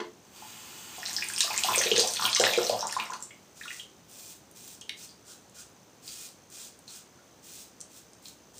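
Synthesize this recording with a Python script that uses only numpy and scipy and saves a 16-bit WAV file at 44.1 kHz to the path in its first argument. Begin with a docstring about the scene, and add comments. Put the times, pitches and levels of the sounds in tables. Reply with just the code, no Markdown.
"""Water runs from a tap, splashing and gurgling as a razor is rinsed in a small tiled bathroom.
The tap is closed, a few last drops plink, and the razor scrapes through stubble in short strokes.
The water hisses in the spout and patters on the basin, and each bubble of trapped air rings like a
tiny bell. The scrape is many hairs snapping, over the hiss of the blade sliding through lather.
The walls echo it all, and a soft rush of air and a faint electrical whine lie underneath."""
import sys
import numpy as np
from scipy import signal
from scipy.fft import rfft, irfft, next_fast_len
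from scipy.io import wavfile

SR = 44100
rng = np.random.default_rng(int(sys.argv[2]) if len(sys.argv) > 2 else 0)


def transcribe(signal):
    """Save signal, clipped to [-1, 1], as a 16-bit WAV file at the path in sys.argv[1]."""
    frames = np.atleast_2d(signal).T
    limited = np.clip(frames, -1, 1)
    pcm = np.round(limited * 32767).astype(np.int16)
    wavfile.write(sys.argv[1], SR, pcm)


N = 378819
TIME = np.arange(N) / SR

# two rinses of the razor in the stream, one list each: t/s, spray level/dB, froth level/dB
RINSES = [
    [(0.9, -50, -58), (1.07, -39, -46), (1.224, -48.5, -53), (1.448, -36.5, -40.5), (1.588, -35, -37),
     (1.838, -33.5, -33), (1.978, -41.5, -35), (2.13, -35.5, -58)],
    [(2.16, -42.5, -31.5), (2.22, -34, -35), (2.366, -41, -35.5), (2.472, -35, -29.5), (2.69, -36.5, -42),
     (2.842, -50, -52), (2.978, -48, -41.5), (3.142, -57, -56.5), (3.25, -60, -77)],
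]


def from_db(db):
    """Turn decibels into a factor to multiply a sound by."""
    return 10 ** (np.asarray(db) / 20)


def rms_one(x):
    """Scale a sound so that its average power is 1."""
    return x / np.sqrt(np.mean(x ** 2) + 1e-20)


def level(times, db):
    """A volume curve through the given points, silent before and after them."""
    return from_db(np.interp(TIME, times, db, left=-200, right=-200))


def fade_in(start, attack_s):
    """A volume curve that is 0 until the start, then rises smoothly to 1."""
    return 1 - np.exp(-np.clip((TIME - start) / attack_s, 0, 20))


def at_hz(points, hz):
    """Look up a frequency in a table, blending between rows on a musical (log) scale."""
    points = np.array(points)
    return np.interp(np.log(hz + 1e-3), np.log(points[:, 0]), points[:, 1])


def coloured(x, spectrum):
    """Make some frequencies louder and others softer, then scale to power 1."""
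    size = next_fast_len(N + SR // 10)
    gains = from_db(at_hz(spectrum, np.arange(size // 2 + 1) * SR / size))
    return rms_one(irfft(rfft(x, size) * gains, size)[:N])


def band(x, low_hz, high_hz, order=2):
    """Keep the part of a sound between two frequencies."""
    edges = [low_hz, min(high_hz, .45 * SR)]
    return signal.sosfilt(signal.butter(order, edges, "band", fs=SR, output="sos"), x)


def ring(x, hz, t60):
    """Each click in x starts a tone that fades by 60 dB in t60 seconds."""
    decay, turn = from_db(-60 / (t60 * SR)), 2 * np.pi * hz / SR
    return signal.lfilter([0, np.sin(turn)], [1, -2 * decay * np.cos(turn), decay * decay], x + 1e-18)


def resonate(x, modes):
    """Pick out the pitches at which an object rings, from rows of f/Hz, width/Hz, gain/dB."""
    return sum(from_db(db) * signal.lfilter(*signal.iirpeak(hz, hz / width, fs=SR), x)
               for hz, width, db in modes)


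def add(out, start, sound):
    """Mix a sound in at a start time in seconds."""
    i = int(np.clip(round(start * SR), 0, N - 1))
    out[i:i + len(sound)] += sound[:N - i]


def grains(per_s, spread_db):
    """Clicks at random moments: many small, a few large."""
    draw = rng.uniform(-1, 1, N) * SR / per_s
    out, hit = np.zeros(N), np.abs(draw) < 1
    out[hit] = np.sign(draw[hit]) * from_db(spread_db * np.minimum(-np.log(np.abs(draw[hit])), 4))
    return out


def spurts(per_s, depth, fade_s):
    """An uneven volume curve that jumps up at random moments and quickly falls back."""
    starts = rng.random(N) < per_s / SR
    jumps = signal.lfilter([1], [1, -np.exp(-1 / (fade_s * SR))], starts + 1e-18)
    return rms_one(1 + depth * jumps)


def bubbles(rows, cycles, rise, splash, swell):
    """Each bubble swells, rings and climbs in pitch as it surfaces; its torn skin adds a spatter."""
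    out, t = np.zeros(N), TIME[:SR // 8]
    chances, noises = rng.standard_normal(len(rows)), rng.standard_normal((len(rows), len(t)))
    for (start, hz, db), chance, noise in zip(rows, chances, noises):
        age = np.minimum(t * hz / cycles * from_db(1.5 * chance), 3)  # 1 after about `cycles` swings
        phase = 2 * np.pi * np.cumsum(hz * (1 + rise * (age - .15))) / SR
        onset = 1 - np.exp(-(phase / swell) ** 2)
        tone = from_db(-60 * age) * np.sin(phase)
        spatter = splash * from_db(-45 * age) * rms_one(band(noise, hz / 1.4, hz * 1.435, order=4))
        add(out, start, from_db(db) * onset * (tone + spatter))
    return out


def bubble_cloud(births, choices, pitches, cycles):
    """Each click in births rings as a small bubble, at the pitch that choices picks for it."""
    return sum(np.sqrt(hz) * ring(births * (choices == k), hz, cycles / hz)
               for k, hz in enumerate(pitches))


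def snaps(rows, t60, width):
    """Sharp hits: each is a tiny burst of noise around its strongest frequency."""
    out, t = np.zeros(N), TIME[:SR // 20]
    for (start, db, hz), noise in zip(rows, rng.standard_normal((len(rows), len(t)))):
        burst = band(noise * from_db(-60 * t / t60), hz / (1 + width), hz * (1 + width))
        add(out, start, from_db(db) * burst / np.abs(burst).max())
    return out


def room_air():
    """A soft, low, steady rush, with a faint difference between the left and right channels."""
    # tone of the background: f/Hz, level/dB
    air_colour = [(20, -34), (40, -20), (65, -7.5), (110, -5.5), (180, -3.5), (380, -6), (900, -11.5),
                  (2000, -19), (4300, -20.5), (6500, -18.5), (10000, -26.5), (15000, -28)]
    middle = coloured(rng.standard_normal(N), air_colour)
    sides = from_db(-20) * coloured(rng.standard_normal(N), air_colour) * [[1], [-1]]
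    return from_db(-57) * (middle + sides)


def whine():
    """A faint electrical whine: a thin, narrow hiss that comes in even pulses."""
    hz, width_hz, pulses_per_s = 6205, 486, 59.5
    pulses = 0.083 + (.5 + .5 * np.cos(2 * np.pi * pulses_per_s * TIME)) ** 3
    hiss = band(rng.standard_normal(N) * pulses, hz - width_hz / 2, hz + width_hz / 2)
    return from_db(-68) * rms_one(hiss)


def room_tail():
    """A wash of echoes that dies soonest in the highest notes and booms at a few low ones."""
    # how long the echoes last: f/Hz, time to fade by 60 dB/s
    fade_times = [(100, 0.28), (500, 0.38), (1300, 0.22), (3500, 0.29), (9000, 0.25), (16000, 0.11)]
    # standing waves, the notes that build up between the walls: f/Hz, width/Hz, gain/dB
    wall_notes = [(107, 7, 14), (214, 7, 5), (353, 18, 0), (433, 18, -4), (466, 12, -3), (706, 14, -3),
                  (856, 14, -3), (1044, 14, 0)]
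    t, edges = TIME[:SR * 3 // 4], np.geomspace(70, 18000, num=13)
    tail = np.zeros(len(t))
    for low, high in zip(edges, edges[1:]):
        fade = from_db(-60 * t / at_hz(fade_times, np.sqrt(low * high)))
        tail += band(rng.standard_normal(len(t)), low, high) * fade
    tail *= 1 - np.exp(-t / 0.00042)
    boom = from_db(3) * resonate(1. * (t == 0), wall_notes)
    return tail / np.sqrt(np.sum(tail ** 2)) + boom


def bathroom(x, tail, echo_db):
    """A sound arrives directly, then bounces off the near tiles, then lingers as the tail."""
    # first echoes from the tiles: delay/s, gain before echo_db is applied
    tile_echoes = [(.0014, 0.028), (.0036, -0.074), (.0062, -0.053)]
    response = from_db(echo_db) * tail
    response[0] += 1  # the direct sound
    for delay, gain in tile_echoes:
        add(response, delay, from_db([echo_db]) * gain)
    return signal.fftconvolve(x, response)[:N]


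def knock():
    """A dull bump sets the basin ringing briefly."""
    # two dull bumps close together: t/s, level/dB
    bumps = [(0.001, -41), (0.015, -41)]
    # notes of the basin: f/Hz, gain/dB, time to fade by 60 dB/s
    basin_notes = [(284.4, -7, 0.31), (347, 3, 0.074), (441, 4.5, 0.071), (620, 1.5, 0.021),
                   (920, -10, 0.03), (1020, 10, 0.013), (1740, -3, 0.057)]
    blows = np.zeros(N)
    for start, db in bumps:
        add(blows, start, from_db([db]))
    ringing = sum(from_db(db) * ring(blows, hz, t60) for hz, db, t60 in basin_notes)
    return band(ringing, 320, 6000)


def drips():
    """Dripping water and lather make small bubbles that plink."""
    # the plinks: t/s, f/Hz, level/dB
    plinks = [(3.225, 7500, -21.5), (3.307, 2200, -38), (3.612, 1840, -33), (3.655, 1410, -36.5),
              (3.68, 2780, -30.5), (3.705, 1970, -30), (3.634, 3780, -34.5), (3.797, 3170, -30),
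              (4.816, 3130, -37.5), (4.893, 2200, -33.5), (5.092, 4770, -38), (6.079, 4720, -28),
              (6.879, 4370, -35), (7.187, 1430, -51), (8.256, 4240, -33)]
    return bubbles(plinks, cycles=44, rise=0.2, splash=0.32, swell=6)


def small_clicks():
    """Small sharp clicks: the razor touching the skin, a drop landing, lather popping."""
    # the clicks: t/s, peak level/dB, strongest f/Hz
    clicks = [(4.513, -38.5, 10200), (4.812, -29.5, 6500), (4.893, -30.5, 9800), (4.894, -22, 3340),
              (5.496, -41, 8000), (6.079, -28.5, 5400), (6.501, -39, 8000), (6.79, -43, 9000),
              (7.805, -31, 7100), (7.812, -26.5, 6760), (8.133, -39, 6960), (8.256, -38, 4360),
              (8.283, -33.5, 5800), (8.582, -36, 7000)]
    return snaps(clicks, t60=.013, width=0.3)


def razor_scrape():
    """The blade snaps hairs, more on a firm stroke, and hisses as it slides through lather."""
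    # razor strokes: t/s, length of the pull/s, level/dB, hollow ring of the cheek/dB
    strokes = [(3.545, 0.25, -47.5, 4), (4.079, .24, -48, -16), (4.54, .19, -49, -13),
               (4.96, 0.084, -45, 2), (5.245, 0.078, -47.5, 10), (5.539, 0.069, -46.5, 12),
               (6.018, 0.24, -44, -2), (6.501, 0.15, -44, 2), (6.866, 0.1, -45, 6),
               (7.418, 0.2, -47.5, -12), (7.89, 0.1, -52.5, -8), (8.215, 0.072, -52, -13),
               (8.53, .09, -50, 0)]
    # tone of the scrape: f/Hz, level/dB
    stubble_colour = [(300, -34), (900, -19), (1900, -10.5), (2800, -5), (4500, -1), (7800, 3.5), (9200, 0),
                      (12000, -6.5), (15000, -1.5)]
    # ring of the razor head: f/Hz, width/Hz, gain/dB
    head_notes = [(2450, 37, 3.5)]
    bite_s, press_db, ease_db_per_s = 0.019, 4, 251
    cheek_hz, cheek_width_hz, treble_hz = 1380, 470, 10400
    stroke, hollow, bright, age = np.zeros(N), np.zeros(N), np.zeros(N), TIME[:SR]
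    for start, length, db, cheek_db in strokes:
        # the blade bites, presses harder along the pull, then eases off
        bite = 1 - np.exp(-age / bite_s)
        press = from_db(-press_db * np.maximum(1 - age / length, 0) ** 2)
        ease = from_db(-ease_db_per_s * np.maximum(age - length, 0))
        pull = from_db(db) * bite * press * ease
        add(stroke, start, pull)
        add(hollow, start, from_db(cheek_db) * pull)
        add(bright, start, from_db(-3.5 - 0.31 * cheek_db) * pull)  # a hollower cheek sounds duller
    hairs_per_s = 700 + 3000 * np.sqrt(stroke / stroke.max())
    hairs = coloured(grains(hairs_per_s, spread_db=3) / np.sqrt(hairs_per_s), stubble_colour)
    tufts = spurts(per_s=60, depth=0.32, fade_s=.008)  # the blade catches on tufts
    lather = coloured(rng.standard_normal(N), stubble_colour)
    scrape = from_db(0.5) * hairs * tufts + from_db(-7) * lather
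    treble = signal.sosfiltfilt(signal.butter(2, treble_hz, "high", fs=SR, output="sos"), scrape)
    cheek = band(scrape, cheek_hz - cheek_width_hz / 2, cheek_hz + cheek_width_hz / 2)
    return stroke * (scrape - treble + resonate(scrape, head_notes)) + bright * treble + hollow * cheek


def tap_jet():
    """Water hisses in the spout: faint at first, growing once the tap is open, fading as it closes."""
    # tone of the rushing water: f/Hz, level/dB
    jet_colour = [(100, -6.5), (300, 0), (550, -13), (850, 2.5), (1750, -3.5), (2400, 1), (5500, -4.5),
                  (7500, 3), (10000, -6.5), (15000, -2.5)]
    # notes of the spout: f/Hz, width/Hz, gain/dB
    spout_notes = [(1310, 160, -5), (2970, 110, 2), (3434, 100, -10), (4650, 310, 1), (6500, 190, -3),
                   (7950, 190, -8)]
    leak_s, open_s, close_s, attack_s = 0.21, 0.32, 1.87, 0.046
    grow_db_per_s, fade_db_per_s = 5, 22
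    rush = coloured(grains(per_s=18000, spread_db=2.5), jet_colour)
    leak = from_db(-62.5) * fade_in(leak_s, attack_s)
    flow = from_db(-52.5 + grow_db_per_s * (TIME - open_s)) * fade_in(open_s, attack_s)
    closing = from_db(-fade_db_per_s * np.maximum(TIME - close_s, 0))  # outpaces the growth
    return (leak + flow) * closing * rms_one(rush + resonate(rush, spout_notes))


def swarm(per_s, spread_db, low_hz, high_hz, cycles):
    """Tiny bubbles form at random until the rinsing ends, each ringing at one of 20 pitches."""
    wet_samples = np.sum(TIME < RINSES[-1][-1][0])
    births = grains(per_s, spread_db)[:wet_samples]
    choices = rng.integers(0, 20, N)[:wet_samples]
    cloud = bubble_cloud(births, choices, np.geomspace(low_hz, high_hz, 20), cycles)
    return np.pad(rms_one(band(cloud, low_hz, 1.27 * high_hz)), (0, N - wet_samples))


def spray():
    """Spray patters and fizzes on the basin and whips up a froth of larger bubbles."""
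    # tone of the patter: f/Hz, level/dB
    spray_colour = [(200, -55), (700, -35), (1500, -12), (3000, 4), (6000, -7), (8000, 3.5), (10200, 1),
                    (13000, 9), (15000, 2.5)]
    droplets = coloured(grains(per_s=1700, spread_db=1), spray_colour)
    patter = from_db(-8) * droplets * spurts(per_s=70, depth=8.6, fade_s=0.0074)
    fizz = from_db(-0.5) * swarm(per_s=370, spread_db=7, low_hz=4200, high_hz=9000, cycles=21)
    froth = from_db(-4.5) * swarm(per_s=440, spread_db=7, low_hz=1140, high_hz=4800, cycles=27)
    times, spray_db, froth_db = np.concatenate(RINSES).T
    rinsing = level(times, spray_db) * (patter + fizz) + level(times, froth_db) * froth
    return fade_in(times[0], attack_s=0.11) * rinsing


def gurgle():
    """Gulps of trapped air ring and break into smaller bubbles, while water drums on the basin."""
    # gulps of air under the water: t/s, f/Hz, level/dB
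    gulps = [(0.982, 720, -31), (1.09, 768, -37), (1.445, 655, -31), (1.503, 820, -22.5),
             (1.645, 758, -19.5), (1.686, 1020, -14.5), (1.775, 527, -18.5), (1.857, 462, -22.5),
             (1.915, 440, -13.5), (1.98, 488, -15), (2.03, 620, -30), (2.194, 920, -21.5),
             (2.222, 1173, -13), (2.398, 521, -9), (2.504, 604, -22), (2.575, 485, -13), (2.696, 592, -14),
             (2.745, 724, -26), (2.827, 914, -19), (2.965, 1030, -17), (3.099, 1020, -24),
             (3.135, 976, -29.5)]
    attack_s, fade_s = 0.011, 0.047
    power, age = np.zeros(N), TIME[:SR // 2]
    surge = (1 - np.exp(-age / attack_s)) * np.exp(-age / fade_s)
    for start, _, db in gulps:
        add(power, start, (from_db(db) * surge) ** 2)
    # the small bubbles follow the gulps' notes, mostly a little higher
    times, notes, _ = np.transpose(gulps)
    octaves_above = 0.2 + 0.3 * rng.standard_normal(N)
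    wanted_hz = np.interp(TIME, times, notes) * 2 ** octaves_above
    pitches = np.geomspace(330, 1400, num=14)
    births = grains(per_s=300, spread_db=3)
    cloud = bubble_cloud(births, np.searchsorted(pitches, wanted_hz), pitches, cycles=16)
    sputter = from_db(-18) * rms_one(band(cloud, 432, 1800, order=3))
    drumming = from_db(-34.5) * rms_one(band(grains(per_s=190, spread_db=1.5), 115, 340))
    glugs = bubbles(gulps, cycles=20.4, rise=0.047, splash=0.23, swell=7.1)
    return np.sqrt(power) * (sputter + drumming) + glugs


def splats():
    """Water slaps on the basin."""
    # the slaps: t/s, peak level/dB, strongest f/Hz
    slaps = [(0.002, -24.5, 1580), (0.005, -31, 3880), (0.362, -37, 4930), (1.406, -5, 5000),
             (1.636, -13.5, 5200), (1.816, -14.5, 8100), (1.837, -11.5, 4200), (1.962, -11.5, 3440),
             (2.000, -10.5, 5950), (2.075, -15.5, 6500), (2.137, -14, 6500), (2.261, -13, 12200),
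             (2.364, -12, 4120), (2.398, -8, 4490), (2.438, -8.5, 1790), (2.535, -20, 5100),
             (2.695, -17, 4800), (2.925, -19.5, 6500), (2.999, -23, 2260), (3.037, -32, 15000),
             (3.135, -28.5, 4670)]
    return snaps(slaps, t60=0.01, width=0.54)


def stream_bubbles():
    """Big bubbles ring in the stream; stray ones rise by chance, louder when the froth is louder."""
    # the largest bubbles: t/s, f/Hz, level/dB
    largest = [(0.422, 845, -38), (1.03, 1800, -26), (1.061, 4080, -19), (1.131, 6940, -19),
               (1.165, 5080, -11.5), (1.184, 1770, -28), (1.223, 2440, -16), (1.3, 1610, -27),
               (1.379, 2840, -17.5), (1.583, 2470, -16.5), (1.636, 2820, -12), (1.747, 2440, -11),
               (1.915, 2990, -7), (1.98, 6540, -6), (1.995, 4720, -5.5), (2.161, 4240, -16),
               (2.253, 3160, -7.5), (2.33, 4260, -4), (2.349, 6000, -4), (2.438, 2760, -18.5),
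               (2.536, 2590, -15.5), (2.808, 5600, -16), (2.87, 7200, -13.5), (2.999, 2670, -19.5)]
    strays_per_s, low_hz, high_hz, over_froth_db = 32, 2200, 8200, 15
    times, _, froth_db = np.concatenate(RINSES).T
    delay, pitch, size = rng.random((200, 3)).T
    born = times[0] + (np.arange(len(delay)) + delay) / strays_per_s
    hz = low_hz * (high_hz / low_hz) ** pitch
    db = np.interp(born, times, froth_db) + over_froth_db + 6 * (size - .5)
    strays = np.transpose([born, hz, db])[born < times[-1]]
    return bubbles([*largest, *strays], cycles=24, rise=0.13, splash=0.33, swell=6.9)


def scene():
    """Water and razor share one room, straight ahead of the listener, over a quiet background."""
    tail = room_tail()
    stream = tap_jet() + spray() + gurgle() + splats() + stream_bubbles()
    basin = bathroom(stream + knock(), tail, echo_db=-0.5)
    dripping = bathroom(drips(), tail, echo_db=1.5)
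    shaving = bathroom(razor_scrape() + small_clicks(), tail, echo_db=-5.5)
    return room_air() + whine() + dripping + shaving + basin


def record(dry):
    """The microphone loses the deep bass and the very top; its opening swallows one high band."""
    bass_hz, opening_hz, top_hz = 50, 11270, 15500
    pair = dry * from_db([[-.05], [.05]])  # left, right
    thin = signal.sosfilt(signal.butter(2, bass_hz, "high", fs=SR, output="sos"), pair)
    notched = signal.lfilter(*signal.iirnotch(opening_hz, 5.5, fs=SR), thin)
    return signal.sosfilt(signal.ellip(12, .1, 80, top_hz, fs=SR, output="sos"), notched)


dry = scene()
out = record(dry)
transcribe(out)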